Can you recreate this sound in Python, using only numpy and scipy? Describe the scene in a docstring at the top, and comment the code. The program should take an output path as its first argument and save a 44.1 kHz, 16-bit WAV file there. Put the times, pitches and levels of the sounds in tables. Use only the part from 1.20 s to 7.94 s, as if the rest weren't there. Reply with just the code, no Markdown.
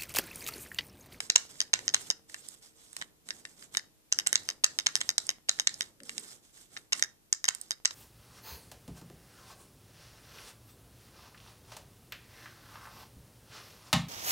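"""A plastic wheel worked with graphite

A small plastic wheel sits on a steel axle with dry graphite, close to a camera in a small room.
A fingertip knocks the wheel up its axle; it drops back, rings and bounces. In between, fingers turn it,
the flakes crunch and tick, and once it spins freely with a soft rumble that sinks as it slows."""
import sys
import numpy as np
from scipy import signal
from scipy.fft import rfft, irfft, next_fast_len
from scipy.io import wavfile
from scipy.ndimage import uniform_filter1d, map_coordinates

SR = 44100
rng = np.random.default_rng(int(sys.argv[2]) if len(sys.argv) > 2 else 0)


def transcribe(u):
    """Save the signal u as a 16-bit wav file named by the first command-line argument.

    u: samples, shape (n,) or (channels, n), limited to [-1, 1]; the rate is SR.
    q: integer samples, one column per channel.
    """
    v = np.clip(np.atleast_2d(u).T, -1, 1)
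    q = np.round(v * 32767).astype(np.int16)
    wavfile.write(sys.argv[1], SR, q)


N = 297383

# the wheel's ringing tones and how hard each touch drives them: f/Hz, width/Hz, lift/dB, drop/dB, tick/dB
WHEEL = [(1802, 360, 9.5, 14, 12.5), (2167, 46, 8.5, 6, 0.5), (2740, 80, 13, 7.5, 8),
         (3078, 380, 10.5, 13.5, 8), (3776, 95, 2, 16.5, 9.5), (3892, 580, 13, -5, 7),
         (5110, 800, 10.5, 11, 5.5), (6334, 930, 16, 10.5, 2.5), (7430, 760, 12, -2.5, 4.5),
         (8474, 1100, 0, 2.5, 5), (11310, 290, -8, 2, -9), (13650, 530, -14.5, -19, -10)]
# the sound opens on a brief loud rush, then a finger lands on the rim and turns the wheel: t/s, length/s,
# rubbing/dB, hand rumble/dB
STROKES = [(0, 0.041, -50.5, -62), (0.166, 0.093, -57.5, -72.5), (0.279, 0.15, -56.5, -66),
           (0.537, 0.14, -56, -58.5), (0.725, 0.15, -53, -65), (1.076, 0.27, -56.5, -69),
           (1.409, 0.055, -57, -81), (1.546, 0.24, -61.5, -74.5), (1.763, 0.039, -58, -65),
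           (2.049, 0.15, -57.5, -65), (2.246, 0.081, -62.5, -74.5), (2.359, 0.077, -57, -70),
           (2.511, .06, -57.5, -67.5), (2.93, 0.087, -61, -63), (3.067, 0.24, -57, -63.5),
           (3.465, 0.32, -61.5, -65), (3.754, 0.16, -57.5, -67), (3.997, .1, -57, -67.5),
           (4.274, 0.15, -56, -68.5), (4.488, 0.17, -57.5, -65), (4.833, 0.3, -53.5, -67.5),
           (5.213, 0.088, -67.5, -85), (5.326, .11, -59, -74.5), (5.498, 0.087, -59, -67.5),
           (5.735, 0.05, -48, -62), (6.294, 0.17, -60, -70.5), (6.685, 0.066, -56, -68)]


def amp(db):
    """Turn decibels into a gain."""
    return 10 ** (np.asarray(db) / 20)


def unit(x):
    """Scale to an average (rms) level of 1."""
    return x / np.sqrt(np.mean(x ** 2) + 1e-20)


def along(points, hz):
    """Read between (f/Hz, value) points on a log frequency axis."""
    f, values = np.transpose(points)
    return np.interp(np.log(hz + 1), np.log(f + 1), values)


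def curves(rows):
    """One value per sample for each column after the time."""
    times, *columns = np.transpose(rows)
    return [np.interp(np.arange(N) / SR, times, column) for column in columns]


def wobble(rate):
    """A smooth curve through `rate` random values a second."""
    return map_coordinates(rng.standard_normal(int(N * rate / SR) + 4), [np.arange(N) * rate / SR])


def filtered(x, response):
    """Filter x with a response given as a function of frequency."""
    size = next_fast_len(x.shape[-1] + 8192)
    return irfft(rfft(x, size) * response(np.fft.rfftfreq(size, 1 / SR)), size)[..., :x.shape[-1]]


def causal(db):
    """The fastest-starting response that has these gains on an FFT grid."""
    cepstrum = irfft(np.log(amp(db)))
    half = len(cepstrum) // 2
    return np.exp(rfft(cepstrum * np.r_[1, np.full(half - 1, 2), np.zeros(half)]))


def add(track, s, x):
    """Mix x into the track at s seconds."""
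    part = track[..., max(round(s * SR), 0):][..., :x.shape[-1]]
    part += x[..., :part.shape[-1]]


def rush(spectrum, alike):
    """Stereo noise shaped by (f/Hz, level/dB) and (f/Hz, left-right likeness) points."""
    def response(hz):
        angle = np.arccos(np.clip(along(alike, hz), -1, 1)) / 2
        return amp(along(spectrum, hz)) * [np.cos(angle), np.sin(angle)]
    mid, side = filtered(rng.standard_normal((2, N)), response)
    return unit(np.array([mid + side, mid - side]))


def patchy(x, depth_db):
    """Let the colour of a noise shift in patches about 1 kHz wide and 25 ms long."""
    spectra = signal.stft(x, nperseg=256)[2]
    patches = uniform_filter1d(rng.standard_normal(spectra.shape[1:]), size=7, axis=0)
    patches = uniform_filter1d(patches, size=8, axis=1)
    return signal.istft(spectra * amp(depth_db * unit(patches)), nperseg=256)[1][:, :N]


def background(hand, quiet_db):
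    """The hands rumble softly with each stroke over the still room."""
    # colour of the hand rumble: f/Hz, level/dB
    handling = [(40, -18.5), (100, -2.5), (200, -3), (320, -3.5), (480, -7), (620, -10.5), (1200, -16),
                (2500, -52)]
    # colour of the still room: f/Hz, level/dB
    quiet = [(15, -23.5), (27, -9.5), (36, 1.5), (50, -8), (150, -6.5), (300, -13), (450, -12.5),
             (700, -18), (1200, -21.5), (4000, -22.5), (8000, -21.5), (14300, -22.5), (16000, -54)]
    # how alike the room sounds left and right: f/Hz, likeness (1 = the same)
    alike = [(60, -0.27), (240, 0.06), (950, -0.26), (3770, -0.16), (15000, -0.0072)]
    return hand * rush(handling, [(200, 0.79)]) + amp(quiet_db) * rush(quiet, alike)


def hums():
    """Two thin, wavering tones hang in the room; the upper one fades faster."""
    # the room's hums: f/Hz, starting level/dB, fade/(dB per s)
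    tones = [(313, -78.5, 0.9), (456, -71.5, 6)]
    t = np.arange(N) / SR
    return sum(amp(db - fade * t) * unit(np.sin(2 * np.pi * hz * t + 0.65 * wobble(10)))
               for hz, db, fade in tones)


def room(x, wet_db, wall_db, build_s):
    """Desk and walls echo, along with a soft tail that changes as the hands move."""
    # the wheel aims its main ring at the microphone, so less spills into the room: f/Hz, gain/dB
    spill = [(1500, 2), (3000, -1), (5000, 0.5), (6200, -4.5), (7200, -1), (9000, -2)]
    # how long the tail takes to fall by 60 dB (its t60): f/Hz, t60/s
    decay = [(200, 0.3), (2000, 0.25), (6000, 0.26), (12000, 0.14)]
    # echoes off desk and walls: delay/s, level/dB
    walls = [(.0092, -17.5), (0.0197, -20.5), (0.0215, -28), (0.0657, -40.5), (0.0737, -41.5)]
    out, hop = np.zeros((2, N)), SR // 4
    x = filtered(x, lambda hz: amp(along(spill, hz)))
    for start in range(0, N, hop):
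        hz, t, noise = signal.stft(rng.standard_normal((2, SR // 2)), SR, nperseg=256)
        fading = noise * amp(-60 * t / along(decay, hz)[:, None])
        tail = signal.istft(fading * np.minimum(t / build_s, 1), SR, nperseg=256)[1]
        tail = amp(wet_db) * tail / np.linalg.norm(tail[0])
        for delay, db in walls:
            scatter = rng.standard_normal((2, 160)) * np.exp(-np.arange(160) / 35)
            add(tail, delay, amp(db + wall_db) * scatter / np.linalg.norm(scatter[0]))
        add(out, start / SR, signal.fftconvolve(x[:, start:start + hop], tail, axes=1))
    return out


def ports(x):
    """The microphone's two openings each hear the wheel with their own colour and delay."""
    # how loud the left is against the right: f/Hz, gain/dB
    shade = [(200, 6), (1700, -2.5), (2200, 5.5), (3200, -12.5), (4200, 2.5), (5200, 1), (6400, -0.5),
             (7400, -10.5), (9000, -19), (11400, -16), (14000, -14.5)]
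    # how far the left trails the right: f/Hz, lag/rad
    lag = [(300, 0.73), (800, 0.21), (1500, 3.565), (4000, 3.77), (5500, 4.63), (7000, 7.65), (10000, 8.2),
           (14000, 11)]
    left = lambda hz: amp(along(shade, hz)) * np.exp(-1j * along(lag, hz))
    return filtered(x, lambda hz: np.array([left(hz), np.ones(len(hz))]))


def wheel_db(hz, drive_db, scatter_db):
    """How strongly the wheel rings at each frequency; every touch varies it a little."""
    # the bare snap between the ringing tones: f/Hz, level/dB
    snap = [(25, -36), (100, -17.5), (500, -2), (1000, 0.5), (1400, 6), (2400, 1.5), (3500, -14),
            (6000, -4.5), (10200, -20), (12500, -23), (15000, -25.5)]
    centre, width = np.transpose(WHEEL)[:2, :, None]
    heights = amp(drive_db + scatter_db * rng.standard_normal(len(WHEEL)))[:, None]
    peaks = heights / (1 + ((hz - centre) / width) ** 2 * 2)
    return 10 * np.log10(np.sum(peaks ** 2, axis=0) + amp(along(snap, hz)) ** 2)


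def contact(drive_db, knock_db, edge_db, chatter_db, chatter_t60, size=4096):
    """One click: a snap and a brief chatter of the touching faces ring the wheel."""
    t, hz = np.arange(size) / SR, np.fft.rfftfreq(size, 1 / SR)
    grit = rng.standard_normal(size) + 1.01 * rng.standard_normal((2, size))
    grit *= amp(-60 * t / chatter_t60)
    chatter = rfft(grit / np.linalg.norm(grit[0])) * hz / np.hypot(hz, 900)  # too fine to carry bass
    force = 1 + amp(chatter_db) * chatter
    # where the rim lands sets the share of low knock and of sharp edge
    tilt = [(500, knock_db / 2), (1050, knock_db), (3000, knock_db), (4600, 0), (6500, 0), (7800, edge_db)]
    body = causal(wheel_db(hz, drive_db, scatter_db=1) + along(tilt, hz))
    return unit(ports(irfft(force * body))) * np.sqrt(.01 * SR / size)  # the energy of 10 ms at level 1


def strokes(levels_db, release_t60, grip_s=.025, swell_db=1.5):
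    """Finger pressure: each stroke grips, presses harder while it lasts and lets go."""
    out = np.zeros(N)
    for (s, length, *_), db in zip(STROKES, levels_db):
        t = np.arange(int((length + release_t60) * SR)) / SR
        hold_db = swell_db * (np.minimum(t / length, 1) - .5)
        release_db = -60 * np.maximum(t - length, 0) / release_t60
        add(out, s, np.minimum(t / grip_s, 1) * amp(db + hold_db + release_db))
    return out


def spin(chatter_db):
    """The spinning wheel rumbles on its axle; its rough chatter sinks with the speed."""
    # the free spin: t/s, rumble level/dB, chatter f/Hz
    coasting = [(4.77, -89.5, 567), (4.82, -60.5, 540.8), (4.9, -66, 470), (4.97, -61, 446.4),
                (5.06, -66, 397), (5.2, -88, 360)]
    level_db, chatter_hz = curves(coasting)
    phase = 2 * np.pi * np.cumsum(chatter_hz * (1 + .07 * wobble(130))) / SR
    chatter = unit(np.sin(phase) + 1.1 * np.sin(phase / 2)) * amp(2.2 * wobble(55))
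    colour = [(60, -37), (150, -1.0), (220, 9.0), (400, 4.5), (700, -13.0), (1300, -46.5), (4000, -73)]
    rumble = rush(colour, alike=[(300, 0.89)])
    return amp(level_db) * (rumble + amp(chatter_db) * chatter)


def crunch(rub, hiss_db, grit_db, grains_per_s, spread_db):
    """Skin slides on powder in uneven scratches while tiny flakes break in clumps and ring the wheel."""
    # colour of skin rubbing on powder: f/Hz, level/dB
    colour = [(350, -47.5), (600, -12.5), (1010, -13), (1310, -9), (1700, -10), (2400, -14), (3430, -4),
              (3730, -6), (4710, -13), (7730, 1), (9000, -2.5), (10000, -7.5), (12200, -15), (13900, -10.5),
              (14700, -28.5), (16000, -75.5)]
    *_, tick_db = np.transpose(WHEEL)
    skin = patchy(rng.standard_normal(N) + 1.8 * rng.standard_normal((2, N)), depth_db=1.5)
    scratch_db = 1.8 * wobble(50) + 1.8 * wobble(370)
    hiss = unit(ports(filtered(skin, lambda hz: amp(along(colour, hz)))) * amp(scratch_db))
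    breaks = rng.random(N) < grains_per_s / SR * amp(6 * wobble(35))
    flakes = breaks * rng.choice([-1, 1], N) * amp(spread_db * np.minimum(rng.exponential(size=N), 3))
    grit = unit(ports(filtered(flakes, lambda hz: amp(wheel_db(hz, tick_db, scatter_db=7.5)))))
    return rub * (amp(hiss_db) * hiss + amp(grit_db) * grit)


def cracks(rub, per_s, gain_db, spread_db, knock_db, edge_db):
    """Flakes crack under the finger, each in its own colour and louder the harder it presses."""
    *_, tick_db = np.transpose(WHEEL)
    out = np.zeros((2, N))
    for when, strength, colour in rng.random((int(per_s * N / SR), 3)):
        at, swing_db = int(when * N), 12 * (colour - .5)
        click = contact(tick_db, knock_db - swing_db, edge_db + swing_db, chatter_db=4, chatter_t60=.006)
        add(out, at / SR, rub[at] * amp(gain_db + spread_db * (strength - 1.0)) * click)
    return out


def ticks():
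    """The wheel scuffs its axle and crushes the larger flakes: mostly chatter, little snap."""
    # each scuff or broken flake: t/s, level/dB, low knock/dB, sharp edge/dB
    scuffs = [(.004, -31.5, -2, 2), (0.5908, -41, -1, 1), (1.097, -51.5, 4, 10), (1.1438, -37.5, 4, 3),
              (1.2867, -40, -25, 12.5), (1.73, -47, 0, 16), (1.766, -37, -2.5, 8), (1.8143, -36, 5, -3),
              (1.8228, -37.5, 2, 1), (2.088, -40.5, 1.5, 10.5), (2.1064, -32.5, -8, -9.5),
              (2.2521, -40, -2, -7), (2.4251, -50.5, 1.5, -9), (2.5415, -46, -3, 13),
              (2.5493, -35.5, 8, -8), (2.5946, -42.5, 0, -20), (4.068, -41, -20, 15), (4.388, -44, -1, -7),
              (4.542, -40.5, -31, -1), (4.803, -52, 4.5, 5), (4.834, -49.5, -11, 9), (4.8941, -36, 0, 0),
              (4.98, -32.5, -7.5, -1), (4.9963, -45, -11, 30), (5.5665, -40, 3, -5),
              (5.5723, -40.5, 0.5, -20), (5.795, -37, -6.5, 3), (6.3492, -36, -9, 13),
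              (6.4133, -37.5, -15, 14), (6.7084, -40, 1, -3.5)]
    *_, tick_db = np.transpose(WHEEL)
    out = np.zeros((2, N))
    for s, db, knock_db, edge_db in scuffs:
        add(out, s, amp(db) * contact(tick_db, knock_db, edge_db, chatter_db=10.5, chatter_t60=.013))
    return out


def drops(loss_db, rebound=.65, knock_db=-4.5):
    """The wheel falls back, rings and bounces twice, each flight shorter and each landing softer."""
    # each fall: t/s, level/dB, sharp edge/dB, first flight/s, first bounce against the fall/dB
    falls = [(0.4042, -23, -1, .011, -6.5), (.680, -23.5, -8, 0.011, -9), (0.9024, -22, -1, 0.0081, -11.5),
             (2.571, -23.5, 4.5, 0.0063, -18), (2.988, -23.5, 1, .01, -9), (3.1291, -22.5, 5, .013, -19),
             (3.289, -28, -2.5, 0.013, -5), (3.5882, -24.5, -2, 0.011, -10), (3.7548, -22, 4, 0.0096, -10),
             (3.8914, -23, 3, 0.012, -10.5), (4.0919, -24, 3.5, .0116, -11.5),
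             (4.3978, -23.5, -1, .0084, -15.5), (4.6086, -27, -1, .012, -9),
             (5.8249, -20.5, 2.5, 0.013, -12), (6.2424, -27, 3.5, .0115, -6),
             (6.5085, -27.5, 2.5, 0.0085, -7)]
    *_, drop_db, _ = np.transpose(WHEEL)
    out = np.zeros((2, N))
    for s, db, edge_db, flight, bounce_db in falls:
        landings = [(s, db), (s + flight, db + bounce_db),
                    (s + flight * (1 + rebound), db + bounce_db - loss_db)]
        for when, level_db in landings:
            click = contact(drop_db, knock_db, edge_db, chatter_db=-1.5, chatter_t60=.009)
            add(out, when, amp(level_db) * click)
    return out


def slide(length, stop_t60, fade_db):
    """The wheel catches on the axle and scrapes along it, ever more lightly, until it hits its stop."""
    *_, tick_db = np.transpose(WHEEL)
    t = np.arange(SR // 40) / SR
    onset = np.minimum(t / (0.075 * length), 1)
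    easing_db = fade_db * (.5 - np.minimum(t / length, 1))
    stop_db = -60 * np.maximum(t - length, 0) / stop_t60
    colour = lambda hz: amp(wheel_db(hz, tick_db, scatter_db=2.5)) * hz / np.hypot(hz, 1400)
    scrape = ports(filtered(rng.standard_normal(len(t)), colour))
    return unit(scrape) * onset * amp(easing_db + stop_db)


def lifts():
    """A finger knocks the wheel up and stays on it, so these blows chatter and do not bounce."""
    # each blow: t/s, level/dB, low knock/dB, sharp edge/dB, slide before it/s, slide level/dB
    blows = [(0.1002, -20, -1, 1, 0.003, -41.5), (0.1598, -13.5, -2, 3.5, 0.0037, -21.5),
             (0.5381, -19.5, -0.5, 1, 0.0056, -19.5), (0.7448, -18.5, 2.5, 4, 0.006, -28.5),
             (2.9252, -20, -0.5, 3.5, 0.0065, -42), (3.0717, -21, 0, 17.5, 0.0085, -30),
             (3.1561, -19, -1.5, 0.5, 0.0045, -42), (3.4429, -16.5, -1, 8, 0.0048, -23),
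             (3.6681, -20, 2, -3, 0.0063, -24), (3.8136, -27.5, 8, 8.5, 0.0085, -35),
             (3.981, -21.5, -6, 6, 0.0017, -65.5), (4.2937, -20, 0, 1, 0.0072, -32),
             (4.4727, -19, 1, 1, 0.0036, -49), (5.731, -22.5, 2.5, 1, 0.0085, -26),
             (6.1278, -20, -4, 7, 0.0023, -53), (6.2871, -20.5, 0.5, 8.5, 0.0067, -24.5),
             (6.6559, -19.5, 1, 4.5, 0.0064, -27.5)]
    _, _, lift_db, _, _ = np.transpose(WHEEL)
    out = np.zeros((2, N))
    for s, db, knock_db, edge_db, length, slide_db in blows:
        add(out, s - length, amp(slide_db) * slide(max(length, .001), stop_t60=0.0023, fade_db=5))
        add(out, s, amp(db) * contact(lift_db, knock_db, edge_db, chatter_db=1.5, chatter_t60=.012))
    return out


def scene():
    """Mix the wheel, the hands and the room."""
    _, _, rub_db, hand_db = np.transpose(STROKES)
    rub = strokes(rub_db, release_t60=0.23)  # the rubbing stops quickly
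    hand = strokes(hand_db, release_t60=0.74)  # the hand settles slowly
    knocks = lifts()
    rattles = drops(loss_db=12.5) + ticks()
    echoes = room(knocks, wet_db=-21, wall_db=-1.5, build_s=0.024)
    echoes += room(rattles, wet_db=-22, wall_db=-1.0, build_s=0.0062)
    turning = crunch(rub, hiss_db=1.5, grit_db=-9.0, grains_per_s=500, spread_db=4) + spin(chatter_db=-2.0)
    flakes = cracks(rub, per_s=38, gain_db=-0.5, spread_db=11, knock_db=-7, edge_db=8.5)
    return knocks + rattles + echoes + turning + flakes + background(hand, quiet_db=-67) + hums()


def record(dry):
    """The camera rounds off the highest peaks and cuts the very top of the treble."""
    rounded = dry / (1 + np.abs(dry / .9) ** 6) ** (1 / 6)
    return filtered(rounded, lambda hz: np.interp(hz, [14400, 14900, 16400, 16600], [1, .3, .15, 0]))


dry = scene()
out = record(dry)
transcribe(out)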